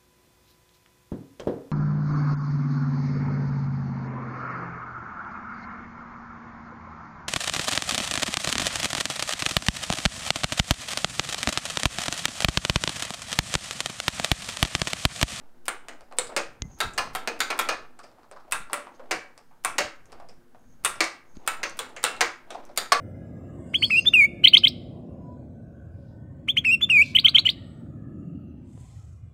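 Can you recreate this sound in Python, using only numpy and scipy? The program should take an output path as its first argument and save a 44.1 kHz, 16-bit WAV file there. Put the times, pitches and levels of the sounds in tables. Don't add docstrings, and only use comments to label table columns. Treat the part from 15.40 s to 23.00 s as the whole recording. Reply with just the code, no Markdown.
import sys
import numpy as np
from scipy import signal
from scipy.fft import rfft, irfft, next_fast_len
from scipy.io import wavfile
from scipy.ndimage import uniform_filter1d, map_coordinates

SR = 44100
rng = np.random.default_rng(int(sys.argv[2]) if len(sys.argv) > 2 else 0)


def attenuation_scalar(level_db):
    decades = np.asarray(level_db, float) / 20
    return 10 ** decades


def master(y):
    cut = np.clip(np.atleast_2d(y).T, -1, 1)
    pcm = np.round(cut * 32767)
    wavfile.write(sys.argv[1], SR, pcm.astype(np.int16))


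N = 335138


def unit(x):
    return x / np.sqrt(np.mean(x ** 2) + 1e-20)


def along(points, hz):
    f, v = np.transpose(points)
    return np.interp(np.log(hz + 1), np.log(f + 1), v)


def wobble(rate):
    knots = rng.standard_normal(int(N * rate / SR) + 4)
    return map_coordinates(knots, [np.arange(N) * rate / SR])


def filtered(x, response, pad=8192):
    n = x.shape[-1]
    m = next_fast_len(n + pad)
    return irfft(rfft(x, m) * response(np.fft.rfftfreq(m, 1 / SR)), m)[..., :n]


def resonances(modes):
    skirt = 1.7

    def peak(f, centre, width):
        return (f * width) ** 2 / ((centre * centre - f * f) ** 2 + (f * width) ** 2)

    def response(f):
        power = sum(attenuation_scalar(2 * db) * peak(f, centre, width) ** skirt for centre, width, db in modes)
        cepstrum = irfft(np.log(power + 1e-9) / 2)
        cepstrum[1:len(f) - 1] *= 2
        cepstrum[len(f):] = 0
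        return np.exp(rfft(cepstrum))
    return response


def noise(spectrum):
    return unit(filtered(rng.standard_normal(N), lambda hz: attenuation_scalar(along(spectrum, hz))))


def gestures(rows, rise, fall):
    t = np.arange(N) / SR
    gain = np.zeros(N)
    for s, held, db in rows:
        early = np.maximum(s - t, 0)
        late = np.maximum(t - s - held, 0)
        gain += attenuation_scalar(db - rise * early - fall * late)
    return gain


# f/Hz, level/dB per Hz
AIR = [(29, -43), (50, -13.5), (170, -11), (320, -18), (1500, -18), (2490, -29), (15300, -35), (16500, -41)]


def hush():
    return attenuation_scalar(-67) * noise(AIR)


# f/Hz, width/Hz, level/dB
FAN = [(172.1, 3, -5), (250, 24, -5.5), (350, 5.6, -2), (470, 49, -12.5), (1560, 48, -22.5)]


def far_fan():
    swell_db = 4 * wobble(3.2)
    return attenuation_scalar(-66 + swell_db) * unit(filtered(rng.standard_normal(N), resonances(FAN)))


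# t/s, held/s, level/dB
SHAKE = [(0.62, 0.02, -67), (0.81, 0.092, -62), (1.05, 0.092, -61.5), (1.228, 0.013, -42),
         (1.275, .03, -51), (1.33, 0.027, -56), (1.46, 0.0092, -39), (1.53, 0.24, -52.5), (1.91, 0.19, -66),
         (2.25, 0.19, -64), (2.74, 0.093, -74), (3.15, 0.071, -54.5), (3.75, 0.022, -55),
         (4.27, 0.055, -59), (4.44, 0.026, -56), (4.62, 0.37, -65), (5.24, 0.34, -58.5), (5.63, 0.028, -66),
         (5.95, 0.039, -57), (6.06, .6, -65), (6.76, 0.13, -59), (7.0, 0.64, -70), (7.59, .01, -64)]
# f/Hz, level/dB per Hz
RUMBLE = [(12, -32), (25, 1), (60, -11), (110, -10), (200, -10.5), (400, -28), (800, -61.5)]
# t/s, level/dB, half width/s
KNOCKS = [
    (1.2543, -28, 0.0019),
    (1.6, -42, 0.0031),
    (1.3615, -44, 0.0035),
    (5.9717, -30.5, 0.0012),
    (4.446, -41, 0.0012),
]


def stand():
    grip = attenuation_scalar(-70) + gestures(SHAKE, rise=580, fall=400)
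    rumble = grip * noise(RUMBLE)
    knocks, t = np.zeros(N + SR), np.arange(SR // 4) / SR
    for s, db, half_s in KNOCKS:
        u = (t - 0.02) / half_s
        knocks[round((s - 0.02) * SR):][:len(t)] -= attenuation_scalar(db) * (1 - u * u) * np.exp(-u * u / 2)
    drift = attenuation_scalar(-45) * unit(np.gradient(wobble(6.4)))
    return rumble + knocks[:N] + drift


# t/s, held/s, level/dB
HANDS = [(0.0, 0.014, -55.5), (0.5, 0.052, -49), (0.89, 0.17, -49), (1.3, 0.19, -55), (1.59, 0.074, -43),
         (1.86, 0.36, -43), (2.18, 0.092, -43), (2.7, 0.28, -55.5), (3.34, 0.059, -41.5), (3.65, 0.19, -54),
         (4.36, .04, -43), (4.7, .05, -50.5), (5.45, 0.4, -56), (6.05, 0.76, -49), (6.74, 0.032, -45.5),
         (7.13, 0.048, -42.5), (7.58, .03, -53)]
# f/Hz, level/dB per Hz
SKIN = [(120, -40.5), (250, -1), (500, -5.5), (800, -3), (1300, -14), (2200, -19.5), (4000, -27.5),
        (12000, -50)]


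def hands():
    lumps = attenuation_scalar(2.5 * wobble(30) + 3 * wobble(150))
    movement = attenuation_scalar(-68.5) + gestures(HANDS, rise=240, fall=92)
    return attenuation_scalar(-5.5) * movement * unit(lumps * noise(SKIN))


# f/Hz, level/dB
SCATTERED = [(300, 4), (1500, 0), (4000, 0), (6300, 0), (8800, -6), (11000, -8), (14000, -6.5), (16000, -5)]


def dying_noise(decays, rise_s, size):
    z = signal.stft(rng.standard_normal(size), nperseg=512)[2]
    power = uniform_filter1d(uniform_filter1d(np.abs(z) ** 2, size=2, axis=0), size=3, axis=1)
    even = z / (power + 1e-12) ** 0.3
    even *= attenuation_scalar(2.5 * rng.standard_normal((len(z), 1)))
    hz, t, z = signal.stft(signal.istft(even, nperseg=512)[1][:size], SR, nperseg=128)
    patches = uniform_filter1d(rng.standard_normal(z.shape), size=3, axis=0)
    patches = unit(uniform_filter1d(patches, size=10, axis=1))
    fade_db = -60 * t / along(decays, hz)[:, None]
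    z = z * attenuation_scalar(1.5 * patches + along(SCATTERED, hz)[:, None] + fade_db)
    tail = signal.istft(z, SR, nperseg=128)[1][:size]
    tail = tail * (1 - np.exp(-np.arange(size) / SR / rise_s))
    return tail / np.linalg.norm(tail)


# f/Hz, t60/s
ROOM = [(200, 0.48), (530, 0.32), (1400, 0.43), (3700, 0.3), (9700, 0.25), (16000, 0.21)]
# f/Hz, t60/s
RATTLE = [(300, 0.26), (1500, 0.2), (5000, 0.069), (12000, 0.043)]


def contacts(hits, strike_db, chatter_s, rattle_db, room_db, bounce_s=0, bounce_db=0, listed=()):
    out, t = np.zeros(N + SR), np.arange(3000) / SR
    wall = round(0.0094 * SR)
    for s, db, modes, wet_db in hits:
        blows = [(at, hard) for at, hard in listed if -0.003 < at - s < 0.02]
        blows = blows or [(s - 0.0005, 0), (s + bounce_s * rng.uniform(0.93, 1.4), bounce_db)]
        start, shape, strikes = blows[0][0], 0, np.zeros(len(t))
        for at, hard in blows:
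            later = np.maximum(t - (at - start), 0)
            shape = shape + attenuation_scalar(hard - 60 * later / chatter_s) * (1 - np.exp(-later / 0.00023))
            strikes[round((at - start) * SR) + 14] = attenuation_scalar(hard) * rng.choice([-1, 1])
        strikes = np.convolve(strikes, np.hanning(5), "same")
        strikes /= np.linalg.norm(strikes)
        grain = attenuation_scalar(3 * np.repeat(rng.standard_normal(250), 12))
        chatter = shape * rng.standard_normal(len(t)) * grain
        force = chatter / np.linalg.norm(chatter) + attenuation_scalar(strike_db) * strikes

        def evenly(hz):
            power = np.abs(rfft(force, 2 * len(hz) - 2)) ** 2
            return 1 / np.sqrt(uniform_filter1d(power, size=70))

        force = filtered(force, evenly, pad=1096)
        force[wall:] += attenuation_scalar(-10.5) * force[:-wall]
        blow, ideal = filtered(np.array([force, t == 0]), resonances(modes), pad=1024)
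        answer = attenuation_scalar(room_db - 3) * dying_noise(ROOM, 0.00055, size=18000)
        lumps_db = 3 * np.repeat(rng.standard_normal(100), 50)
        answer[:5000] += attenuation_scalar(rattle_db - 3 + lumps_db) * dying_noise(RATTLE, 0.0013, size=5000)
        sound = attenuation_scalar(wet_db) * signal.fftconvolve(ideal, answer)
        sound[:len(t)] += blow
        out[round(start * SR):][:len(sound)] += attenuation_scalar(db + 10.5) / np.linalg.norm(ideal) * sound
    return out[:N]


# t/s, peak level/dB, board f/Hz, board over shaken parts/dB, room level/dB
TAPS = [(0.713, -37, 720, 24, 5), (0.893, -35, 550, 26, 9.5), (0.921, -29.5, 570, 33, 2),
        (2.327, -22, 750, 18, -8), (3, -48, 900, 14.5, 8), (2.716, -42, 560, 19, -1),
        (2.78, -52, 780, 28, 9.5), (2.917, -36, 610, 18, 6.5), (2.964, -36, 1130, 19, 3),
        (3.079, -50, 630, 27, 12), (3.299, -29, 980, 20, 0), (3.471, -26.5, 900, 39, -6),
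        (3.549, -52, 910, -2, -1), (3.596, -31.5, 530, 28, -1.5), (4.11, -50.5, 910, 42, 8),
        (4.8, -36.5, 710, 26, 5), (5.148, -37, 694, 34, -3), (7.148, -25, 700, 22, 1),
        (7.2915, -39.5, 635, 20, 5.5), (1.243, -50.5, 850, 30, 5), (1.378, -51, 1100, 30, 4.5),
        (0.47, -46, 1000, 29, -6), (2.833, -42, 1070, 16, 1), (6.566, -27.5, 2050, 16, 5.5),
        (3.6, -36, 580, 37, 3), (2.593, -34.5, 1230, 11, 0.5), (5.6, -31, 660, 35, -6),
        (0.004, -55.5, 1400, 38, 3.5), (1.3, -51.5, 860, 38, -2.5), (0.724, -40.5, 480, 28, 2.5),
        (7.8, -44, 1000, 28, 2), (2.985, -46, 840, 22, -1), (4.128, -47, 850, 38, -0.5)]
# t/s, peak level/dB, link f/Hz, board over link/dB, room level/dB
TICKS = [(0.609, -36.5, 4970, 5, -4), (0.725, -30, 4300, 12, -7), (0.871, -33, 4800, -17, -3),
         (1.433, -25.5, 3980, -14, 3.5), (1.536, -35, 7400, -13, 4.5), (2.214, -23, 5800, -16, -7),
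         (2.591, -36, 8500, 4, 0.5), (2.632, -52.5, 5280, -0.5, 15.5), (2.639, -42, 4770, 3, 8.5),
         (6.564, -36, 7000, -1.5, 11.5), (2.914, -31, 8500, 8, -12), (3.217, -41, 3700, -5.5, 1),
         (3.978, -33.5, 5000, -0.5, -3.5), (4.657, -45, 6400, -2, 0), (4.721, -37.5, 4680, -1, -7),
         (4.727, -34.5, 4870, 8, 0), (4.888, -43, 5120, -1.5, 7.5), (5.558, -35.5, 5300, 2, 2),
         (5.642, -17.5, 5200, -11.5, 0), (5.954, -49.5, 4660, 2, 7), (6.297, -31, 6150, -23, -5),
         (6.766, -35, 3950, -3, 2), (7.105, -29.5, 3600, 2, 5), (7.2525, -42, 6100, -13, -7),
         (7.253, -44, 13700, -29, -6), (7.1435, -52, 7000, -4, 2), (0.898, -47.5, 10500, -18, 0),
         (6.493, -47, 10000, -9, 6), (7.268, -51, 5470, 1, 0), (7.3155, -55, 5500, -2, 1),
         (4.801, -48, 5000, -8, -4), (4.4058, -16.5, 2400, 4.5, -7.5), (7.106, -36.5, 5800, -18, 5),
         (6.17, -46, 12000, -20, 0)]
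# t/s, peak level/dB
SLACK = [(0.256, -33), (0.77, -41), (1.387, -38), (1.734, -40), (1.992, -33.5), (2.178, -34),
         (3.112, -29.5), (3.318, -45.5), (4.239, -33), (5.439, -31.5), (6.064, -36), (6.371, -35.5),
         (6.63, -25.5), (7.362, -33.5)]
# f/Hz, width/Hz, level/dB
LINK_RING = [(1000, 810, 2.5), (2500, 1400, 2.5), (4970, 1200, 3), (8850, 8900, 1), (12500, 4800, -10.5)]


def links_and_taps():
    taps, ticks = [], []
    for s, db, hz, board, wet_db in TAPS:
        modes = [(hz, hz / 2.6, board + 3), (1000, 900, board - 8), (4700, 2200, 0), (8000, 2600, -11)]
        taps.append((s, db, modes, wet_db))
    for s, db, hz, board, wet_db in TICKS:
        knock = [(600, 450, board + 3), (1250, 700, board - 1.5), (2400, 1200, board / 2 - 6)]
        ticks.append((s, db, knock + [(hz, hz / 5, 0), (8200, 3500, -7)], wet_db))
    slack = [(s, db, LINK_RING, 0) for s, db in SLACK]
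    loose = contacts(ticks, 0, 0.008, rattle_db=-1, room_db=-1, bounce_s=0.0098, bounce_db=-20)
    loose += contacts(taps, 4, 0.012, rattle_db=-2, room_db=-2, bounce_s=0.007, bounce_db=-7)
    loose = filtered(loose, lambda hz: 1 / np.sqrt(1 + (hz / 11500) ** 10))
    scrape = contacts(slack, -12, 0.02, rattle_db=2, room_db=-10.5, bounce_s=0.0073, bounce_db=-3)
    return loose + scrape


# f/Hz, width/Hz, level/dB
CRACK = [(540, 695, -14), (1424, 2010, -5.5), (4560, 4300, -17), (8500, 1600, -11.5), (12100, 1300, -27),
         (14800, 2600, -32.5)]
PARTS_HZ = [480, 1700, 4500, 9000, 12000]
# t/s, low f/Hz, level/dB, high f/Hz, level/dB
FAVOURED = [(0.282, 1500, -9, 3080, -10), (0.485, 676, 1.5, 2960, -7.5), (0.786, 425, -3.5, 7760, 2.5),
            (0.964, 470.0, -2.5, 2540, -5.5), (1.403, 1620, 2, 2630, -7.5), (1.579, 1034, 1, 4910.0, -8),
            (1.749, 752, -1, 3170, -6.5), (1.874, 470.0, -9, 2500.0, -0.5), (2.003, 1530, 1.5, 3740, -5),
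            (2.102, 645, -4.5, 2250, 0), (2.19, 1367, -5, 3350, -7.5), (2.288, 760, -11, 2450, -4.5),
            (3.122, 471, -9, 3710.0, -11), (3.331, 580, 0, 2780, -8), (3.709, 940, -6, 2290, 3.5),
            (4.247, 750, -5.5, 2320, -2.5), (4.383, 596, 1, 2260.0, -1.5), (5.447, 894, -4, 2830, 1),
            (5.605, 1183, -1, 2330, -1), (6.075, 1325, 0, 2630, -7.5), (6.231, 1094, -3, 6240, -6.5),
            (6.391, 470.0, -4, 2590, -7), (6.64, 1330, 3, 2720, 0), (6.808, 470.0, -8, 6000, -11),
            (7.375, 1297, 0, 3900, -9), (7.52, 1154, 7.5, 2190, -5)]
# t/s, top treble level/dB, room level/dB
EDGE = [(0.282, 7.5, -1.5), (0.485, -5, -4), (0.786, -5.5, -1), (0.964, -3, -0.5), (1.403, 2, 0),
        (1.579, 5, 2), (1.749, 4.5, 1), (1.874, 4, -1), (2.003, 2, 1.5), (2.102, -2, 0.5), (2.19, 5.5, 1),
        (2.288, -4, 0.5), (3.122, 5, -1), (3.331, 8.5, -2.5), (3.709, 0.5, 1), (4.247, 2.5, -2.5),
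        (4.383, 2, -2), (5.447, -8, -0.5), (5.605, -0.5, 0), (6.075, 16, 1), (6.231, -7, -0.5),
        (6.391, 15.5, 2.5), (6.64, 12, 2), (6.808, 2, -2.5), (7.375, 0, 0.5), (7.52, -2, -1.5)]


def clacks(rows, ring, kin=[]):
    usual = np.median(np.array(rows + kin)[:, 2:5], axis=0)

    def nearest(table, s):
        return min(table, key=lambda row: abs(row[0] - s))[1:]

    for s, db, board, crank, plunger in rows:
        low, low_db, high, high_db = nearest(FAVOURED, s)
        edge_db, wet_db = nearest(EDGE, s)
        reach = np.insert([board, crank, plunger] - usual, 1, 0)
        parts = np.transpose([PARTS_HZ, np.append(reach, reach[-1] + edge_db)])
        damped = [(c, max(w, c / 36), g + rng.normal(0, 1.5)) for c, w, g in ring]
        best = [(c, c / 24 * (1 + c / 8000), g + 2) for c, g in [(low, low_db), (high, high_db)]]
        yield s, db, [(c, w, g + along(parts, c)) for c, w, g in damped + CRACK] + best, wet_db


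# t/s, peak level/dB, board level/dB, crank level/dB, plunger level/dB
PINCHED_STOP = [
    (0.282, -8, -33.5, -36, -12.5),
    (0.786, -3.5, -30.5, -21.5, -6),
    (6.075, -6, -52, -34, -16),
    (6.391, -14, -32.5, -21.5, -13.5),
    (6.64, -3, -32.5, -22.5, -12),
]
# t/s, peak, board, crank, plunger level/dB
LEFT_STOP = [
    (3.122, -7, -40, -26.5, -11),
    (3.331, -9, -36, -36, -12.5),
    (4.247, -6, -36.5, -29.5, -12.5),
    (5.447, -3, -28, -19, -4),
]
# t/s, peak, board, crank, plunger level/dB
LEFT_REST = [
    (0.485, -24, -14.5, -20, -8.5),
    (0.964, -9, -10, -14, -5),
    (3.709, -10.5, -9.5, -12, -7.5),
    (4.383, -5, -12, -9, -10.5),
    (5.605, -6, -14.5, -8.5, -10),
    (6.231, -13.5, -17, -14.5, -16),
    (6.808, -3, -17, -13.5, -12.5),
]
# t/s, peak, board, crank, plunger level/dB
RIGHT_STOP = [
    (1.403, -7.5, -27.5, 4, -16.5),
    (1.749, -13.5, -24, -4.5, -15.5),
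    (2.003, -7, -33, 8.5, -15.5),
    (2.19, -7, -34.5, -8, -15.5),
    (7.375, -6, -21.5, 10.5, -5),
]
# t/s, peak, board, crank, plunger level/dB
RIGHT_REST = [
    (1.579, -10, -21, -19.5, -16.5),
    (1.874, -12, -14, -19, -18.5),
    (2.102, -12.5, -18, -22, -21),
    (2.288, -9.5, -19, -18, -21.5),
    (7.52, -0.5, -23.5, -17.5, -18),
]
# f/Hz, width/Hz, level/dB
PINCHED_RING = [(489, 65, -3.5), (1134, 180, -5.5), (1390, 98, -4), (1548, 39, -5.5), (2212, 130, -4.5),
                (2967, 130, -8), (3383, 220, -8.5), (3780, 670, -8.5), (7245, 400, -5.5), (8180, 780, -5.5),
                (8860, 820, -1.5), (10360, 520, -15)]
LEFT_STOP_RING = [(726, 160, -8), (1150, 250, 1), (1367, 94, 4.5), (1610, 65, -1.5), (1950, 200, -6),
                  (2270, 230, -3.5), (2600, 110, 0), (2870, 81, -9), (3600, 330, -7.5), (6840, 680, -16.5),
                  (8920, 2070, -1.5), (9900, 1100, -11)]
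LEFT_REST_RING = [(330.3, 20, -6.5), (473, 38, -8.5), (567, 62, -4), (742, 31, -2.5), (1260, 150, -10.5),
                  (1588, 38, -0.5), (1950, 120, -2.5), (2190, 420, -3.5), (2700, 300, -8.5),
                  (4100, 680, -14), (4980, 1700, -11), (6770, 1500, -10.5)]
RIGHT_STOP_RING = [(487, 29, -24), (840, 59, -18), (1338, 81, 3.5), (1537, 39, -7), (2170, 420, -6.5),
                   (2250, 120, -22.5), (3710, 450, -3.5), (4600, 450, -5.5), (7000, 620, -9),
                   (9140, 1200, -13), (11730, 3100, -18.5)]
RIGHT_REST_RING = [(475, 33, -2.5), (710, 200, -4.5), (1100, 140, -5), (1217, 77, -13.5), (1370, 160, -2),
                   (1722, 47, 2), (2477, 130, -4), (2830, 67, -4.5), (4450, 840, -8), (5280, 480, -11),
                   (6250, 1000, -11), (8820, 420, -25)]
# t/s, level/dB relative to the other blows of that clack
IMPACTS = [(0.2817, -1), (0.2853, -11), (0.4844, 8), (0.4915, -11), (0.5017, -18.5), (0.7857, 0),
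           (0.9643, 1), (0.969, -8), (0.9755, -6), (1.4036, -2), (1.4063, -3), (1.4122, -3.5), (1.5781, 1),
           (1.5835, 6), (1.5905, -10.5), (1.7504, 4), (1.7573, -5), (1.7611, -9), (1.8745, 0),
           (1.8818, -10), (1.8883, -14), (2.0041, 0), (2.1027, -1), (2.1076, -3), (2.1149, -13),
           (2.1904, 5), (2.1968, -7), (2.1987, -17), (2.2882, 8), (2.2927, 5), (2.2958, -6), (3.1222, 0.5),
           (3.3317, -0.5), (3.7107, 7), (3.7161, 0), (3.7186, -4), (4.2481, 0), (4.3827, 2), (4.3862, 0.5),
           (4.3896, -7.5), (5.4481, 4), (5.4532, -5), (5.4595, -8.5), (5.6054, 3), (5.6091, 3.5),
           (5.6121, -9), (6.0762, -4), (6.2312, -2), (6.2369, -5), (6.3907, -2), (6.6398, 5), (6.6431, -13),
           (6.8082, 3), (6.8129, 3), (6.8147, -2), (7.375, 8), (7.3797, -7), (7.5198, -7), (7.5232, 0),
           (7.5291, -9)]


def flippers():
    def part(hits, strike_db, chatter_s, rattle_db, room_db):
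        return contacts(hits, strike_db, chatter_s, rattle_db, room_db, listed=IMPACTS)

    pinched = clacks(PINCHED_STOP, PINCHED_RING, LEFT_STOP)
    left_stop = clacks(LEFT_STOP, LEFT_STOP_RING, PINCHED_STOP)
    left = part(pinched, -3, 0.01, rattle_db=-2.3, room_db=-1.4)
    left += part(left_stop, -3, 0.01, rattle_db=1, room_db=2.5)
    left += part(clacks(LEFT_REST, LEFT_REST_RING), -5, 0.0051, rattle_db=3, room_db=3.5)
    right = part(clacks(RIGHT_STOP, RIGHT_STOP_RING), -5, 0.014, rattle_db=-1, room_db=0)
    right += part(clacks(RIGHT_REST, RIGHT_REST_RING), -5, 0.011, rattle_db=2, room_db=1)
    return left + right


# t/s, click level/dB, thump level/dB
BUMPS = [
    (1.2208, -13.5, -35.5),
    (1.253, -66, -46),
    (1.459, -72.5, -54),
    (4.4455, -67.5, -53),
    (5.969, -38.5, -50.5),
]


def microphone_bumps():
    knocks, t = np.zeros(N + SR), np.arange(SR // 4) / SR
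    port = resonances([(6530, 660, 7), (3960, 3200, -9.5), (2055, 20, -6), (924, 1900, -21.5)])
    body = resonances([(55, 56, 7.5), (115, 49, -5), (258, 420, -8)])
    click = filtered(np.exp(-(t / 0.00006 - 1.5) ** 2), port)
    click /= np.abs(click).max()
    thump = unit(filtered(np.exp(-(t / 0.00083 - 1.5) ** 2), body))
    for s, click_db, thump_db in BUMPS:
        knocks[round(s * SR):][:len(t)] += attenuation_scalar(click_db) * click + attenuation_scalar(thump_db - 5.5) * thump
    return knocks[:N]


# t/s, held/s, level/dB
SLEEVE = [
    (1.25, 0.024, -66),
    (1.32, 0.11, -62),
    (3.555, 0.0032, -67.5),
    (4.078, 0.099, -88),
    (5.19, 0.089, -79),
    (5.3, 0.038, -72),
    (5.37, .06, -83.5),
    (5.87, 0.045, -77),
    (5.93, 0.044, -72),
    (5.99, 0.059, -75),
]


def sleeve():
    cloth = attenuation_scalar(1.8 * wobble(200)) * rng.standard_normal(N)
    cloth = filtered(cloth, resonances([(6520, 500, 0.011)]))
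    cloth = filtered(cloth, resonances([(6400, 1300, -22), (4970, 1900, -0.5)]))
    return gestures(SLEEVE, rise=500, fall=500) * unit(cloth)


def scene():
    background = hush() + far_fan() + stand()
    mechanism = hands() + links_and_taps() + flippers()
    return (background + mechanism + microphone_bumps() + sleeve())[None]


def roll_off(x):
    return signal.sosfilt(signal.butter(12, 17010, fs=SR, output="sos"), x)


def record(dry):
    rolloff = [(15650, -0.5), (16000, -13.5), (16900, -22), (17100, -90)]  # f/Hz, level/dB
    mix = filtered(dry, lambda hz: attenuation_scalar(along(rolloff, hz)))
    return roll_off(mix)


dry = scene()
out = record(dry)
master(out)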